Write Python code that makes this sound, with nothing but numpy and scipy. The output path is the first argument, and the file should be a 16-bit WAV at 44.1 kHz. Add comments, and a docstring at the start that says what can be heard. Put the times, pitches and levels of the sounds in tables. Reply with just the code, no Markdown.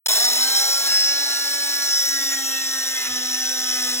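"""A harsh buzz cuts in abruptly and drops out for an instant: an oscillating cast saw, close by in a
small room, runs up to speed, bites into a hard cast and sags under load. Each stroke of the blade is a
knock and a burst of friction. The periodic knocks form a harmonic series; the friction makes a pulsing
rasp and excites the steel blade, which rings near 5.5 kHz. The gearbox growls at first, and faint mains
hum and room rumble lie underneath."""
import sys
import numpy as np
from scipy import signal
from scipy.fft import rfft, irfft, next_fast_len
from scipy.io import wavfile
from scipy.ndimage import map_coordinates

SR = 44100
rng = np.random.default_rng(int(sys.argv[2]) if len(sys.argv) > 2 else 0)


def dump(signal):
    """Clip the signal to [-1, 1] and save it as 16-bit WAV at the path in sys.argv[1]."""
    limited = np.clip(np.atleast_2d(signal).T, -1, 1)
    pcm = np.round(limited * 32767).astype(np.int16)
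    wavfile.write(sys.argv[1], SR, pcm)


N = 176400

# Levels in the tables are relative; each source adds its own gain.
# motor running up, then sagging under load (time [s], stroke rate [Hz])
STROKE_RATE = [(0.08, 206), (0.15, 221), (0.25, 245), (0.35, 249), (0.45, 261), (0.55, 266.9),
               (0.75, 274.3), (0.95, 278.6), (1.2, 281.8), (1.7, 283), (1.97, 279), (2.25, 273.5),
               (2.35, 272), (2.45, 267.5), (2.92, 262), (3.13, 251), (3.25, 254), (3.5, 258), (3.68, 254),
               (4.0, 249)]
# drone at the stroke rate (time [s], level [dB])
FUNDAMENTAL = [(0.08, -61), (0.38, -47.5), (0.69, -58.5), (0.84, -51), (1.89, -52.5), (1.96, -66),
               (2.08, -49), (2.27, -41), (3.01, -51), (3.11, -42.5), (3.58, -48.5), (4.0, -39)]
# two whining harmonics (time [s], 6th harmonic [dB], 7th harmonic [dB])
WHINE_LEVELS = [(0.11, -55, -42), (0.25, -45, -37), (0.35, -54, -52), (0.44, -33.5, -63),
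                (0.801, -42.5, -71), (0.95, -36, -42), (1.25, -39, -49), (1.6, -36.5, -51),
                (1.95, -39, -43), (2.06, -47, -33), (2.17, -37, -33), (2.25, -42, -37.5), (2.34, -42, -29),
                (2.45, -53, -43), (2.55, -42, -34.5), (2.65, -57, -38), (2.75, -40.5, -36.5),
                (2.95, -42.5, -37), (3.05, -53, -38), (3.25, -50, -40.5), (3.35, -48, -36),
                (3.47, -36.5, -46.5), (3.75, -43.5, -39.5), (3.97, -50, -43.5)]
# body of the buzz (harmonic number, level in a light cut [dB], level in a deep cut [dB])
LOW_HARMONICS = [(2, -51.5, -52), (3, -48.5, -52), (4, -50, -57.5), (5, -45, -47), (8, -44.5, -50.5),
                 (9, -49.5, -56), (10, -52, -47), (11, -50.5, -47), (12, -45.5, -46), (13, -56.5, -44),
                 (14, -46, -43), (15, -37, -46), (16, -38, -55), (17, -43, -64), (18, -49, -64)]
# spectral envelope of the buzz's treble harmonics (frequency [Hz], level [dB])
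TREBLE_SPECTRUM = [(4700, -44), (5600, -44), (6200, -52), (6900, -55.5), (7700, -44.5), (8400, -54.5),
                   (9500, -58), (11000, -57), (12300, -52), (14000, -51), (16000, -48)]
# treble edge, strongest with the blade pressed in (time [s], gain [dB])
TREBLE_EDGE = [(0.1, 1), (1.0, -0.5), (1.95, 0), (2.05, -3.5), (2.55, 3), (3.0, -2), (4.0, -2)]
# brief swells of single harmonics (time [s], width [s], level [dB], harmonic number)
SQUEALS = [(0.22, 0.067, -39.5, 3), (0.66, 0.14, -40, 3), (0.6, 0.2, -49, 17), (0.6, 0.33, -40, 12),
           (1.07, 0.36, -43.5, 10), (1.65, 0.33, -38, 29), (1.8, 0.1, -42, 43), (2.03, 0.087, -34, 44),
           (2.09, 0.06, -37, 24), (2.22, 0.13, -31.5, 18), (2.26, 0.086, -38, 45), (2.3, 0.21, -43, 17),
           (2.329, 0.017, -28, 25), (2.46, 0.045, -35, 25), (2.48, 0.13, -36, 12), (2.49, 0.06, -40, 46),
           (2.5, 0.07, -35, 34), (2.53, 0.1, -32, 10), (2.96, 0.03, -35, 13), (2.98, 0.14, -42.5, 8),
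           (3.6, 0.09, -39, 13)]
# the steel blade's two main modes (frequency [Hz], bandwidth [Hz], gain [dB])
BLADE_MODES = [(5341, 65, 6), (5736, 310, 0)]
# the blade's upper modes (frequency [Hz], bandwidth [Hz], gain [dB])
UPPER_MODES = [(8300, 240, -2), (14300, 60, -5.5)]
# the shaft's mode (frequency [Hz], bandwidth [Hz], gain [dB])
SHAFT_MODE = [(4106, 250, 0)]
# clean singing of the main blade modes (time [s], first mode [dB], second mode [dB])
BLADE_SINGING = [(0.11, -27, -41), (0.26, -20.5, -36), (0.36, -27.5, -32), (0.43, -17, -39),
                 (0.53, -37, -28), (0.731, -24, -26), (0.84, -28, -40), (0.95, -17.5, -43),
                 (1.07, -19.5, -26), (1.17, -25, -36), (1.4, -35, -31), (1.61, -26.5, -41.5),
                 (1.83, -29, -28), (1.96, -21.5, -25), (2.1, -40, -26), (2.27, -28, -27.5),
                 (2.4, -48, -30.5), (2.66, -28, -35), (2.84, -39, -26.5), (3.1, -33, -38),
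                 (3.33, -31.5, -27), (3.97, -35, -32)]
# clean singing of the shaft (time [s], level [dB])
SHAFT_SINGING = [(0.11, -29), (0.6, -27.5), (0.9, -35), (1.25, -30.5), (1.7, -40.5), (2.1, -54)]
# rough ring of the main blade modes (time [s], first mode [dB], second mode [dB])
BLADE_RING = [(0.11, -21.5, -39), (0.37, -23, -35), (0.41, -28, -39), (0.56, -18, -32), (0.751, -29, -42),
              (0.86, -25.5, -29.5), (1.1, -36, -28.5), (1.18, -30.5, -31.5), (1.8, -28, -45),
              (1.84, -35, -27.5), (1.93, -25, -37), (2.07, -26.5, -30.5), (2.72, -44, -29.5),
              (3.18, -47, -27.5), (3.83, -26, -26.5), (3.97, -29, -30)]
# rough ring of the upper blade modes (time [s], level [dB])
UPPER_RING = [(0.11, -19.5), (0.31, -31), (0.5, -23), (0.83, -27.5), (1.01, -24), (1.1, -34), (1.39, -28.5),
              (2.15, -29.5), (2.6, -36), (2.98, -30), (3.29, -48), (3.97, -27)]
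# friction of the teeth in the cast (time [s], scrape level [dB], hiss level [dB])
RASP_LEVELS = [(0.11, -28, -21), (0.28, -30, -24.5), (0.69, -30.5, -26), (0.82, -33, -27.5),
               (0.87, -30.5, -28.5), (1.04, -35, -34.5), (1.25, -33, -33.5), (1.39, -33.5, -33),
               (1.95, -33.5, -32), (2.08, -33.5, -30.5), (2.32, -34.5, -31), (2.62, -34, -34.5),
               (2.87, -34.5, -32), (3.07, -33.5, -32), (3.11, -31, -32.5), (3.43, -36.5, -33),
               (3.92, -31, -30), (3.97, -33.5, -34.5)]
# the lower scrape of the teeth (frequency [Hz], level [dB])
SCRAPE_SPECTRUM = [(30, -58), (170, -21), (250, -23), (400, -5.5), (550, -8), (750, -9.5), (1000, -6),
                   (1300, -6), (1700, -3.5), (2000, -1), (2400, -11.5), (3000, -1), (3500, 1), (4100, 12),
                   (4700, -29), (5500, 6), (6500, 3), (9000, -35)]
# the higher hiss of the teeth (frequency [Hz], level [dB])
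HISS_SPECTRUM = [(1000, -28.5), (4000, -8), (5500, -24), (6400, -14), (6800, 6.5), (7700, 1), (8400, -20),
                 (9100, -5), (9600, 2), (10500, -2), (12000, -6.5), (13300, -7), (14700, -2.5),
                 (15100, 0.5), (16000, -9.5)]
# teeth catching in the cast (release time [s], build-up [s], level [dB])
CATCHES = [(0.98, 0.11, -41.5), (2.34, 0.038, -34), (3.077, 0.056, -34.5)]
# crunch of a catch (frequency [Hz], level [dB])
CRUNCH_SPECTRUM = [(100, -21), (600, -20), (1400, 0), (2000, 2.5), (3200, 1.5), (4500, -28), (8000, -30)]
# the gearbox housing's mode (frequency [Hz], bandwidth [Hz], gain [dB])
HOUSING_MODE = [(816, 620, 0)]
# dull bump as the blade catches (time [s], frequency [Hz], level [dB], width [s])
BUMP = [(3.12, 87, -51, 0.036)]
# mains harmonics (frequency [Hz], level [dB])
MAINS_HUM = [(120, -70.5), (180, -84.5)]
# course of the room rumble (time [s], level [dB])
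RUMBLE_LEVEL = [(.1, -57), (.5, -78), (1, -78), (3.5, -80), (4, -64)]
# colour of the room rumble (frequency [Hz], level [dB])
RUMBLE_SPECTRUM = [(20, -32), (45, -22), (80, 12), (150, -5), (400, -22), (4000, -50)]
# colour of the wall reflections (frequency [Hz], gain [dB])
ROOM_COLOUR = [(250, 2.5), (500, 7), (2200, 5.5), (4500, -6.5), (9000, -19), (16000, -5)]
# phase between the two microphone ports (frequency [Hz], lead of the left [rad])
PORT_PHASE = [(0, 0), (1400, -.2), (2200, 1.9), (3200, 1.4), (4570, 3.14), (6700, 6.28), (9050, 9.42),
              (11200, 12.57), (13100, 15.7), (16000, 19.6)]
# balance of the two ports (frequency [Hz], left minus right [dB])
PORT_BALANCE = [(60, -1), (150, -0.5), (700, -5), (1600, -2), (3000, 0), (16000, 0)]
# abrupt onset and one dropout (time [s], gain [0-1])
GATE = [(.0595, 0), (.0615, 1), (.069, 1), (.074, 0), (.083, 0), (.0855, 1)]

TIME = np.arange(N) / SR
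BITE_SHARPNESS = 0.79  # how closely the friction clings to one moment of the stroke


def drive_buzz(stroke_hz, strokes, pressed_in_s=1.874):
    """Periodic excitation: a knock at every stroke gives harmonics of the stroke rate."""
    drone = amp(curves(FUNDAMENTAL)[0] - 1) * harmonic(strokes, 1, waver_db=1)
    whine = sum(amp(db - 0.93) * harmonic(strokes, order, waver_db=0.5)
                for order, db in zip((6, 7), curves(WHINE_LEVELS)))
    edge_db, = curves(TREBLE_EDGE)
    gains = {order: amp(edge_db + along(TREBLE_SPECTRUM, order * stroke_hz)) for order in range(19, 56)}
    for order, light_db, deep_db in LOW_HARMONICS:
        gains[round(order)] = amp(np.where(TIME > pressed_in_s, deep_db, light_db) - 0.5)
    for peak_s, width_s, db, order in SQUEALS:
        swell = amp(db) * np.exp(-1.4 * ((TIME - peak_s) / width_s) ** 2)
        gains[round(order)] = np.hypot(gains[round(order)], swell)  # powers add
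    buzz = sum(gain * harmonic(strokes, order, waver_db=2.4 if order < 5 else 1.8)
               for order, gain in gains.items())
    return drone + whine + buzz


def harmonic(strokes, order, waver_db):
    """Amplitude modulation: one multiple of the stroke rate wavers and flutters in level."""
    level_db = waver_db * (wobble(7.97) + 1.5 * wobble(45))
    return np.sqrt(2) * amp(level_db) * np.sin(2 * np.pi * (order * strokes + rng.random()))


def steel_singing(stroke_hz, strokes):
    """Forced resonance: the harmonic nearest each mode of blade and shaft makes it sing."""
    orders = np.arange(14, 27)[:, None]
    out = np.zeros(N)
    for mode, db in zip(BLADE_MODES + SHAFT_MODE, curves(BLADE_SINGING) + curves(SHAFT_SINGING)):
        gains = abs(resonance([mode], orders * stroke_hz)) ** 2
        tones = np.sin(2 * np.pi * (orders * strokes + rng.random(orders.shape)))
        rms = np.sqrt((gains ** 2).sum(0) / 2)
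        out += amp(db - 1 + wobble(9.7)) * (gains * tones).sum(0) / rms
    return out


def teeth_rasp(strokes, scatter_db=1.2):
    """Frictional excitation: each stroke scrapes and hisses in the cast and rings the blade's modes."""
    stroke_index = strokes.astype(int)
    force = amp(scatter_db * rng.standard_normal(4096)[stroke_index])
    scrape_db, hiss_db = curves(RASP_LEVELS)
    scrape = amp(scrape_db + 0.5) * coloured(force * stroke_noise(strokes, 0.33), SCRAPE_SPECTRUM)
    hiss = amp(hiss_db - 0.5) * coloured(force * stroke_noise(strokes, 0.077), HISS_SPECTRUM)
    ring = amp(curves(UPPER_RING)[0] - 6) * ringing(force * stroke_noise(strokes), UPPER_MODES)
    ping_envelope = force * abs(np.sin(np.pi * strokes)) ** 1.9  # one short ping per stroke
    for mode, db in zip(BLADE_MODES, curves(BLADE_RING)):
        ping_phase = rng.random(4096)[stroke_index]
        pings = unit(ping_envelope * np.sin(2 * np.pi * (mode[0] * TIME + ping_phase)))
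        rough = ringing(force * stroke_noise(strokes), [mode])
        ring += amp(db - 2) * unit(rough + pings)
    return scrape + hiss + ring


def stroke_noise(strokes, sharpness=BITE_SHARPNESS):
    """Modulated noise: one burst per stroke, narrower as the sharpness rises."""
    return np.exp(-sharpness * np.cos(2 * np.pi * strokes)) * rng.standard_normal(N)


def blade_grip(slip_s=3.08, dip_db=-6.5, recovery_s=0.047):
    """Exponential recovery: the friction's gain falls as the blade breaks through, then returns."""
    since = TIME - slip_s
    return amp(dip_db * (since > 0) * np.exp(-abs(since) / recovery_s))


def crunches(strokes, release_s=0.0024):
    """Stick and slip: a coarse rasp builds while the teeth catch and stops as they let go."""
    envelope = np.zeros(N)
    for let_go_s, build_s, db in CATCHES:
        width_s = np.where(TIME < let_go_s, build_s, release_s)
        envelope += amp(db) * np.exp(-((TIME - let_go_s) / width_s) ** 2)
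    return envelope * coloured(stroke_noise(strokes), CRUNCH_SPECTRUM)


def gearbox_growl(strokes, fade_db_per_s=9):
    """Broad resonance: the gearbox rattles in its housing at spin-up, then fades."""
    knocks = stroke_noise(strokes, sharpness=1)
    rattle = unit(filtered(knocks, lambda hz: resonance(HOUSING_MODE, hz) ** 2))
    return amp(-40.5 - fade_db_per_s * TIME) * rattle


def blade_bump():
    """A wave packet: a few low cycles under a Gaussian envelope thud as the blade catches."""
    return sum(amp(db) * np.exp(-((TIME - at_s) / width_s) ** 2) * np.sin(2 * np.pi * hz * (TIME - at_s))
               for at_s, hz, db, width_s in BUMP)


def mains_hum():
    """Harmonics of the mains frequency sound as steady low tones."""
    return sum(np.sqrt(2) * amp(db) * np.sin(2 * np.pi * hz * TIME) for hz, db in MAINS_HUM)


def room_rumble():
    """Filtered noise: the room's faint background has its energy in the bass."""
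    return amp(curves(RUMBLE_LEVEL)[0]) * coloured(rng.standard_normal(N), RUMBLE_SPECTRUM)


def reverberation(x, t60_s=0.3):
    """A diffuse field: wall reflections decay exponentially, with a separate tail at each port."""
    reflected = filtered(x, lambda hz: amp(along(ROOM_COLOUR, hz)))
    t = TIME[:SR // 3]
    tails = rng.standard_normal((2, len(t))) * amp(-60 * t / t60_s)
    return signal.fftconvolve(reflected[None], tails / np.linalg.norm(tails[0]), axes=1)[:, :N]


def port_delay(x):
    """Path difference: the direct sound's treble reaches the left port first."""
    half_turn = np.array([[0.5j], [-0.5j]])  # each port takes half of the phase angle
    return filtered(x, lambda hz: np.exp(half_turn * np.interp(hz, *np.transpose(PORT_PHASE))))


def amp(db):
    """Decibels to amplitude ratio."""
    return 10 ** (np.asarray(db) / 20)


def unit(x):
    """Normalisation to rms 1."""
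    return x / np.sqrt(np.mean(x ** 2) + 1e-20)


def along(points, hz):
    """Interpolation of (frequency, value) points on a logarithmic axis."""
    frequencies, values = np.transpose(points)
    return np.interp(np.log(hz + 1), np.log(frequencies + 1), values)


def curves(rows):
    """Linear interpolation in time: one value per sample for each column after the first."""
    times, *columns = np.transpose(rows)
    return [np.interp(TIME, times, column) for column in columns]


def wobble(knots_per_s):
    """Spline interpolation of random knots gives a smooth fluctuation."""
    knots = rng.standard_normal(4096)
    coarse = np.arange(0, N + 32, 32)
    return np.interp(np.arange(N), coarse, map_coordinates(knots, [coarse * knots_per_s / SR], mode="wrap"))


def filtered(x, response):
    """Linear filtering: the spectrum of x times a complex frequency response."""
    size = next_fast_len(N + SR // 2)
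    return irfft(rfft(x, size) * response(np.fft.rfftfreq(size, 1 / SR)), size)[..., :N]


def coloured(x, spectrum):
    """Spectral shaping by (frequency, level) points, at rms 1."""
    return unit(filtered(x, lambda hz: amp(along(spectrum, hz))))


def resonance(modes, hz):
    """Modal superposition: the summed complex response of damped oscillators."""
    return sum(amp(db) * 1j * hz * width / (centre ** 2 - hz ** 2 + 1j * hz * width)
               for centre, width, db in modes)


def ringing(force, modes):
    """Forced response of the modes, at rms 1."""
    return unit(filtered(force, lambda hz: resonance(modes, hz)))


def scene():
    """Superposition: one slightly unsteady speed drives the saw, heard directly and off the walls."""
    stroke_hz = curves(STROKE_RATE)[0] * (1 + 0.00084 * wobble(80))
    strokes = np.cumsum(stroke_hz) / SR  # phase in cycles
    tones = drive_buzz(stroke_hz, strokes) + steel_singing(stroke_hz, strokes)
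    rasp = blade_grip() * teeth_rasp(strokes) + crunches(strokes) + gearbox_growl(strokes)
    walls = reverberation(rasp + amp(-6) * tones)  # the tones are sent to the walls 6 dB below the rasp
    direct = port_delay(tones + rasp + blade_bump() + mains_hum() + room_rumble())
    pair = direct + amp(-6) * walls
    return filtered(pair, lambda hz: amp(np.array([[0.5], [-0.5]]) * along(PORT_BALANCE, hz)))


def record(dry):
    """Gating and band limiting: the sound cuts in, drops out once and has nothing above 15.9 kHz."""
    return filtered(dry * curves(GATE)[0], lambda hz: hz < 15900)


dry = scene()
out = record(dry)
dump(out)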